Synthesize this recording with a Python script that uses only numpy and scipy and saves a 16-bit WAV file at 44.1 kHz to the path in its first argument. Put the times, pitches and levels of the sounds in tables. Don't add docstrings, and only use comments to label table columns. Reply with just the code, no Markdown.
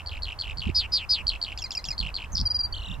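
import sys
import numpy as np
from scipy import signal
from scipy.io import wavfile
from scipy.ndimage import uniform_filter1d

SR = 44100
rng = np.random.default_rng(int(sys.argv[2]) if len(sys.argv) > 2 else 0)


def dump_mix(stems):
    frames = np.atleast_2d(stems).T
    limited = np.clip(frames, -1, 1)
    pcm = np.round(limited * 32767).astype(np.int16)
    wavfile.write(sys.argv[1], SR, pcm)


def linear_from_db(decibels):
    return 10 ** (np.asarray(decibels, float) / 20)


N = 132300

# pitch_hz, level_db
THROAT = [(2000, -3), (3000, 0), (5200, 0), (6300, -14), (7500, 1), (8800, -15), (15000, -17)]


def evened(x):
    return x / np.sqrt(np.mean(x ** 2) + 1e-20)


def read(points, hz):
    f, value = np.transpose(points)
    return np.interp(np.log(hz + 1), np.log(f + 1), value)


def add(mix, start_s, sound):
    k = round(start_s * SR)
    sound = sound[..., max(-k, 0):]
    part = mix[..., max(k, 0):][..., :sound.shape[-1]]
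    part += sound[..., :part.shape[-1]]


def clock(length_s):
    return np.arange(0, length_s, 1 / SR)


def wobble(n, per_s):
    width = int(SR / per_s)
    smooth = uniform_filter1d(rng.standard_normal(n + 99), width)
    return evened(uniform_filter1d(smooth, width))[:n]


def soft_ends(t, rise_s, fall_s):
    ramp = np.minimum(t / rise_s, (t[-1] - t) / fall_s)
    return np.sin(np.pi / 2 * np.clip(ramp, 0, 1)) ** 2


def tone(hz, gain, over_db, beak=THROAT, shake_hz=25, shake_db=.8):
    shaky_hz = hz + shake_hz * wobble(len(hz), 600)
    phase = 2 * np.pi * (np.cumsum(shaky_hz) / SR + rng.random())
    partials = 0
    for k, db in enumerate((0, *over_db), 1):
        partials = partials + linear_from_db(db + read(beak, k * hz)) * np.sin(k * phase)
    shaky_gain = gain * linear_from_db(shake_db * wobble(len(hz), 510))
    return np.sqrt(2) * shaky_gain * partials


def glide(mix, at, level_db, notes, pitch=1, over_db=(-20, -30), shake_hz=60, shake_db=3.0):
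    for after, length, from_hz, to_hz, db in notes:
        t = clock(length)
        sweep_hz = from_hz + (to_hz - from_hz) * (t / length) ** 0.97
        hz = pitch * sweep_hz * rng.uniform(0.97, 1.02)
        note_db = level_db + db + 0.86 * rng.standard_normal()
        gain = linear_from_db(note_db) * soft_ends(t, length * 0.37, length * 0.41)
        add(mix, at + after, tone(hz, gain, over_db, THROAT, shake_hz, shake_db))


def churrs():
    # start_s, head_db, tail_db, last_beat_s
    of_4 = [(1.2675, -17, -33.5, 1.370), (-.104, -30, -34, 0.01583)]
    of_5 = [(0.0603, -28.5, -35, .187), (0.2207, -26.5, -34.5, .338), (1.4144, -21.5, -34.5, 1.536),
            (1.9789, -23.5, -32.5, 2.100), (2.141, -24.5, -34.5, 2.256)]
    of_6 = [(0.3883, -23, -34, .527), (0.5716, -27.5, -34, .710)]
    # after_start_s, length_s, from_hz, to_hz, level_db
    head = [(-.002, 0.0073, 2800, 3800, -26.5), (0, 0.0051, 4200, 4870, -5),
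            (.006, 0.0044, 5500, 3930, -11), (.0105, 0.006, 4340, 4650, -0.5),
            (.017, 0.0059, 5110, 4100, -15), (.0215, 0.0065, 4200, 4440, -1),
            (.029, 0.0077, 5390, 3610, -10.5), (.0325, 0.0051, 3710, 3030, -11.5),
            (.0365, 0.006, 3340, 4370, -19.5), (.0435, 0.004, 4900, 3580, -16)]
    # after_beat_s, length_s, from_hz, to_hz, level_db
    beat = [
        (-.0005, .003, 4700, 3500, -12),
        (.0018, 0.004, 3500, 2300, 0.5),
        (.0065, 0.0072, 2250, 3300, 0.5),
        (.0135, 0.005, 3150, 3100, -14),
    ]
    beat_s, hurry_s, sink = .0193, 0.0027, 0.028
    out = np.zeros(N)
    for beats, syllables in enumerate((of_4, of_5, of_6), 4):
        for start, head_db, tail_db, end in syllables:
            glide(out, start, head_db, head, over_db=(-24, -40), shake_hz=40.7, shake_db=2.13)
            for k in range(beats):
                last = k == beats - 1
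                at = end - (beats - 1 - k) * beat_s + hurry_s * (k == 0)
                notes = beat[:2] if last else beat
                glide(out, at, tail_db - 9.2 * last, notes, 1.03 - sink * k, (-21, -26), 100, 2.7)
    return out


def slides():
    # start_s, length_s, level_db, buzz_per_s
    calls = [
        (0.744, 0.122, -16, 310),
        (0.9175, .135, -17, 304),
        (1.0888, .132, -15.5, 291),
    ]
    # time_s, top_hz, level_db, buzz_depth_hz, doubled_share
    shape = [(0, 4960, -13, 555, 0), (0.02, 5190, 0.5, 705, 0.25), (0.048, 4780, -2.5, 744, 0),
             (0.06, 4400, -6, 814, 0), (0.069, 4100, -11, 1000, .9), (0.08, 3403, -17, 934, .8),
             (0.101, 2950, -15, 652, 0.18), (0.135, 2566, -20, 427, 0)]
    # time_s, share_of_starting_rate
    buzz_speed = [(0, 1), (.05, .895), (.095, .88), (.136, .68)]
    dip_depth, lag_rad, skew, narrow = .88, .6, .45, 1.4
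    out = np.zeros(N)
    s, top_hz, db, depth_hz, double = np.transpose(shape)
    for start, length, level_db, rate in calls:
        t = clock(length)
        phase = 2 * np.pi * np.cumsum(rate * np.interp(t, *np.transpose(buzz_speed))) / SR
        twice = np.clip(np.interp(t, s, double), 0, 1)
        pitch_dip = (.5 + .5 * np.cos(phase + lag_rad)) ** 1.3
        hz = np.interp(t, s, top_hz) - np.interp(t, s, depth_hz) * pitch_dip
        single_dip = (.5 + .5 * np.cos(phase + skew * np.cos(phase))) ** narrow
        double_dip = .5 + .5 * np.cos(2 * phase + 2 * lag_rad)
        dip = (1 - twice) * single_dip + twice * double_dip
        gain = linear_from_db(level_db + np.interp(t, s, db)) * (1 - dip_depth * dip)
        gain = gain * soft_ends(t, 0.0062, 0.0029)
        add(out, start, tone(hz, gain, (-24, -26), shake_hz=25 + 400 * t, shake_db=.3 + 9 * t))
    return out


def runs():
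    # start_s, level_db, pitch_share
    phrases = [
        (1.576, -27.5, 1),
        (1.707, -26, 0.99),
        (1.842, -26.5, 1.01),
    ]
    # after_start_s, length_s, from_hz, top_hz, level_db
    steps = [
        (-.001, 0.01, 2050, 2900, 0),
        (.010, 0.0096, 2820, 3760, 3),
        (0.015, 0.015, 2815, 3514, -2.5),
        (0.028, 0.024, 2590, 3360, -6),
        (.044, .015, 2410, 2820, 1.5),
        (.0625, 0.018, 2160, 2536, -0.5),
        (0.081, .019, 2060, 2148, -5.5),
    ]
    # pitch_hz, level_db
    beak = [(2000, -17), (3700, -15), (5000, 0.5), (6400, -20), (7400, -15.5), (9500, -48), (12000, -19.5),
            (14000, -44)]
    rise_s, sag = 0.0025, 0.052
    out = np.zeros(N)
    for start, level_db, pitch in phrases:
        for after, length, from_hz, top_hz, db in steps:
            t = clock(length)
            hook_hz = top_hz - (top_hz - from_hz) * np.exp(-t / rise_s)
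            hz = pitch * hook_hz * (1 - sag * (t / 0.013) ** 2)
            gain = linear_from_db(level_db + db) * soft_ends(t, 0.0012, 0.0066)
            add(out, start + after, tone(hz, gain, (-1.5, -7, -6.0, -15), beak, shake_db=2.66))
        out += second_voice(start, level_db)
    return out


def second_voice(start, level_db):
    # after_start_s, length_s, from_hz, to_hz, level_db
    crossings = [
        (.009, 0.0032, 5400, 4000, -5.5),
        (.012, 0.0044, 4300, 3480, -10),
        (.018, 0.004, 5300, 4040, -13),
        (.030, 0.0025, 4800, 5400, -18.5),
        (.080, .003, 4400, 4400, -28),
        (.011, 0.0036, 6440, 7710, -11.5),
        (.020, .005, 6200, 7600, -15),
        (.031, .005, 5500, 6900, -7),
    ]
    out = np.zeros(N)
    glide(out, start, level_db, crossings)
    return out


def trill():
    # time_s, pitch_hz, level_db
    lead = [(2.32, 6410, -26.5), (2.329, 6450, -40.5), (2.329, 6390, -23), (2.342, 6390, -25),
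            (2.351, 5650, -29.5), (2.3518, 5600, -23), (2.357, 4840, -22), (2.362, 4280, -45),
            (2.365, 3360, -34.5)]
    start_s, end_s, per_s = 2.3635, 2.424, 92.4
    centre_hz, swing_hz, level_db = 4400, 1140, -23
    beak_hz, beak_wide_hz, floor_db = 4900, 486, -18.5
    out = np.zeros(N)
    s, lead_hz, db = np.transpose(lead)
    t = np.arange(s[0], s[-1], 1 / SR)
    pulse = .5 + .5 * np.cos(2 * np.pi * 210 * (t - 2.3335))
    flutter = 1 - .5 * np.clip((2.35 - t) / 0.0043, 0, 1) * pulse
    gain = linear_from_db(np.interp(t, s, db)) * flutter * soft_ends(t - s[0], .001, 0.0042)
    add(out, s[0], tone(np.interp(t, s, lead_hz), gain, (-24, -40)))
    t = clock(end_s - start_s)
    zigzag = np.arcsin(.97 * np.cos(2 * np.pi * per_s * t)) / 1.3
    hz = centre_hz - swing_hz * zigzag
    beak = np.exp(-((hz - beak_hz) / beak_wide_hz) ** 2) + linear_from_db(floor_db)
    gain = linear_from_db(level_db) * beak * soft_ends(t, 0.012, .012)
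    add(out, start_s, tone(hz, gain, (-28, -40), shake_hz=80, shake_db=-5.2))
    return out


def whistles():
    # start_s, length_s, level_db, top_hz, fall_hz
    notes = [
        (2.452, 0.029, -22, 4900, 461),
        (2.499, 0.025, -23, 4934, 343),
        (2.541, 0.032, -23.5, 4890, 246),
        (2.586, .034, -24.5, 4826, 219.6),
        (2.629, .036, -27, 4768, 154.2),
        (2.721, 0.016, -30.5, 4596, 190),
    ]
    out = np.zeros(N)
    for start, length, db, top_hz, fall_hz in notes:
        t = clock(length)
        hz = top_hz - fall_hz * (t / length) ** 2.4 - 60 * np.exp(-t / 0.0034)
        gain = linear_from_db(db) * soft_ends(t, .008, .006)
        add(out, start, tone(hz, gain, (-24, -22), shake_hz=10, shake_db=.4))
    return out


def warble():
    # start_s, low_hz, top_hz, low_db, top_db
    beats = [
        (2.737, 3113, 4420, -34, -36.5),
        (2.7629, 2994, 4430, -36.5, -38),
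        (2.7895, 2940, 4214, -38.5, -44.5),
        (2.8165, 2763, 4120, -39.5, -40),
        (2.842, 2880, 3940, -39.5, -39.5),
        (2.868, 2800, 3805, -38.5, -39),
        (2.896, 2766, 3640, -38, -37),
        (2.9223, 2764, 3810, -39, -40.5),
        (2.947, 2767, 2825, -42.5, -58.5),
    ]
    # time_s, share_of_climb, share_of_top_level, level_db
    shape = [(0, 0, 0, -5), (.003, .04, 0, 0), (.0105, 0, 0, -1), (.0135, .35, .5, -6), (.016, .93, 1, -3),
             (.0195, 1, 1, 0), (.021, .8, 1, -3), (.023, .05, .6, -1), (.0255, -.2, .5, -10)]
    hook_share, hook_s = .22, .0013
    out = np.zeros(N)
    s, climb, share, db = np.transpose(shape)
    t = clock(s[-1])
    for at, low_hz, top_hz, low_db, top_db in beats:
        arch_hz = low_hz + (top_hz - low_hz) * np.interp(t, s, climb)
        hz = uniform_filter1d(arch_hz, size=50) - hook_share * low_hz * np.exp(-t / hook_s)
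        beat_db = low_db + (top_db - low_db) * np.interp(t, s, share) + np.interp(t, s, db)
        gain = linear_from_db(beat_db) * soft_ends(t, 0.0039, 0.0014)
        add(out, at, tone(hz, gain, (-17, -30), shake_hz=35, shake_db=1.6))
    return out


def band_noise(low_hz, high_hz):
    sos = signal.butter(3, (low_hz, high_hz), "band", fs=SR, output="sos")
    return evened(signal.sosfilt(sos, rng.standard_normal((2, N))))


def rasp(song):
    breath = band_noise(6760, 7860) + linear_from_db(-13.5) * band_noise(9000, 13500)
    strength = np.abs(uniform_filter1d(song ** 2, 60)) ** 0.43
    return linear_from_db(-32.5) * breath * strength


def field(song):
    echo_db, echo_t60_s = -17, .09
    t = np.arange(int(.3 * SR)) / SR
    decay = linear_from_db(-60 * t / echo_t60_s) * np.clip(t / .011, 0, 1)
    tail = rng.standard_normal((3, len(t))) * decay
    taps = linear_from_db(echo_db) * (tail[:2] * .9 + tail[2] * .8) / np.linalg.norm(tail[2])
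    taps[0, 1] += 1
    taps[1, 0] += 1
    return signal.fftconvolve(song[None], taps, axes=1)[:, :N]


def noise(shape_db, same, port, size, patchy_db):
    frames, hz = N * 4 // size + 5, np.fft.rfftfreq(size, 1 / SR)
    a, b, c, d, patch = rng.standard_normal((frames, len(hz), 5)).T
    patch = evened(uniform_filter1d(uniform_filter1d(patch, 12, 0), 10, 1))
    like = np.clip(same(hz), -1, 1)[:, None]
    left = a + 1j * b
    right = port(hz)[:, None] * (like * left + np.sqrt(1 - like ** 2) * (c + 1j * d))
    z = np.array([left, right]) * linear_from_db(shape_db(hz)[:, None] + patchy_db * patch)
    return evened(signal.istft(z, nperseg=size, noverlap=size * 3 // 4)[1][:, :N])


def gusts():
    # time_s, length_s, level_db, left_over_right_db, top_hz
    thumps = [
        (0.598, 0.046, -40, -38, 145),
        (0.674, 0.014, -29.5, -57, 244),
        (0.696, 0.0089, -26, -39, 262),
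        (1.242, 0.052, -42, -26, 145),
        (1.901, 0.029, -44, -18, 168),
        (2.035, 0.056, -37, -35, 176),
        (2.347, 0.034, -37, -26, 191),
        (2.412, 0.031, -32.5, 12.5, 178),
        (2.917, 0.051, -38.5, -37, 193),
        (2.99, 0.017, -38, -30, 187),
    ]
    out = np.zeros((2, N))
    for at, length, db, pan_db, top_hz in thumps:
        t = np.arange(-2 * length, 2 * length, 1 / SR)
        sos = signal.butter(4, (40, top_hz), "band", fs=SR, output="sos")
        lump = signal.sosfilt(sos, rng.standard_normal(len(t) + 4000))[4000:]
        lump = evened(lump * np.exp(-(t / length) ** 2 * 2)) * linear_from_db(db)
        add(out, at - 2 * length, lump * linear_from_db([[min(pan_db, 0)], [min(-pan_db, 0)]]))
    return out


def wind():
    # pitch_hz, level_db_per_hz
    rumble = [(15, -9), (45, 2), (75, -0.5), (170, -26.5), (500, -78.5)]
    # time_s, level_db
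    strength = [(0.0, -46), (0.3, -37.5), (0.32, -45.5), (0.54, -38), (0.59, -48.5), (0.68, -32),
                (0.88, -44), (1.12, -43), (1.19, -50.5), (1.32, -35.5), (1.42, -44.5), (1.67, -41.5),
                (1.71, -44.5), (2.05, -40), (2.19, -39.5), (2.42, -30), (2.51, -38.5), (3.0, -36)]
    s, db = np.transpose(strength)
    turbulence = noise(lambda hz: read(rumble, hz), lambda hz: 0.58 + 0 * hz,
                       lambda hz: linear_from_db(2.0) + 0 * hz, size=4096, patchy_db=3.0)
    return turbulence * linear_from_db(np.interp(np.arange(N) / SR, s, db) + 2.0) + gusts()


def air():
    # pitch_hz, level_db_per_hz
    roar = [(150, 1), (400, -4.5), (1000, 0), (1900, -10), (3500, -22), (6300, -24.5), (8000, -26.5),
            (16000, -29.5)]
    # pitch_hz, likeness
    likeness = [(150, .5), (600, .85), (2500, .6), (7000, .1)]
    # pitch_hz, lead_rad
    lead = [(0, 0.35), (600, -0.2), (1290, -1.03), (2500, -1.2), (3360, 0.58), (3700, -1.4), (3960, -0.2),
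            (5940, -2.2)]
    # pitch_hz, level_db
    tilt = [(150, -2.5), (500, 3.8), (1000, -2.25), (4000, 0)]

    def right_port(hz):
        return linear_from_db(-read(tilt, hz)) * np.exp(-1j * read(lead, hz))

    return linear_from_db(-48.5) * noise(lambda hz: read(roar, hz), lambda hz: read(likeness, hz),
                              right_port, size=1024, patchy_db=0.72)


def scene():
    rough = churrs() + runs() + trill() + warble()
    buzz = slides()
    song = field(rough + buzz + whistles())
    breath = rasp(rough + linear_from_db(-5.5) * buzz)
    return song + breath + wind() + air()


def roll_off(x):
    return signal.sosfilt(signal.butter(12, 15450, fs=SR, output="sos"), x)


def record(dry):
    return roll_off(dry)


dry = scene()
out = record(dry)
dump_mix(out)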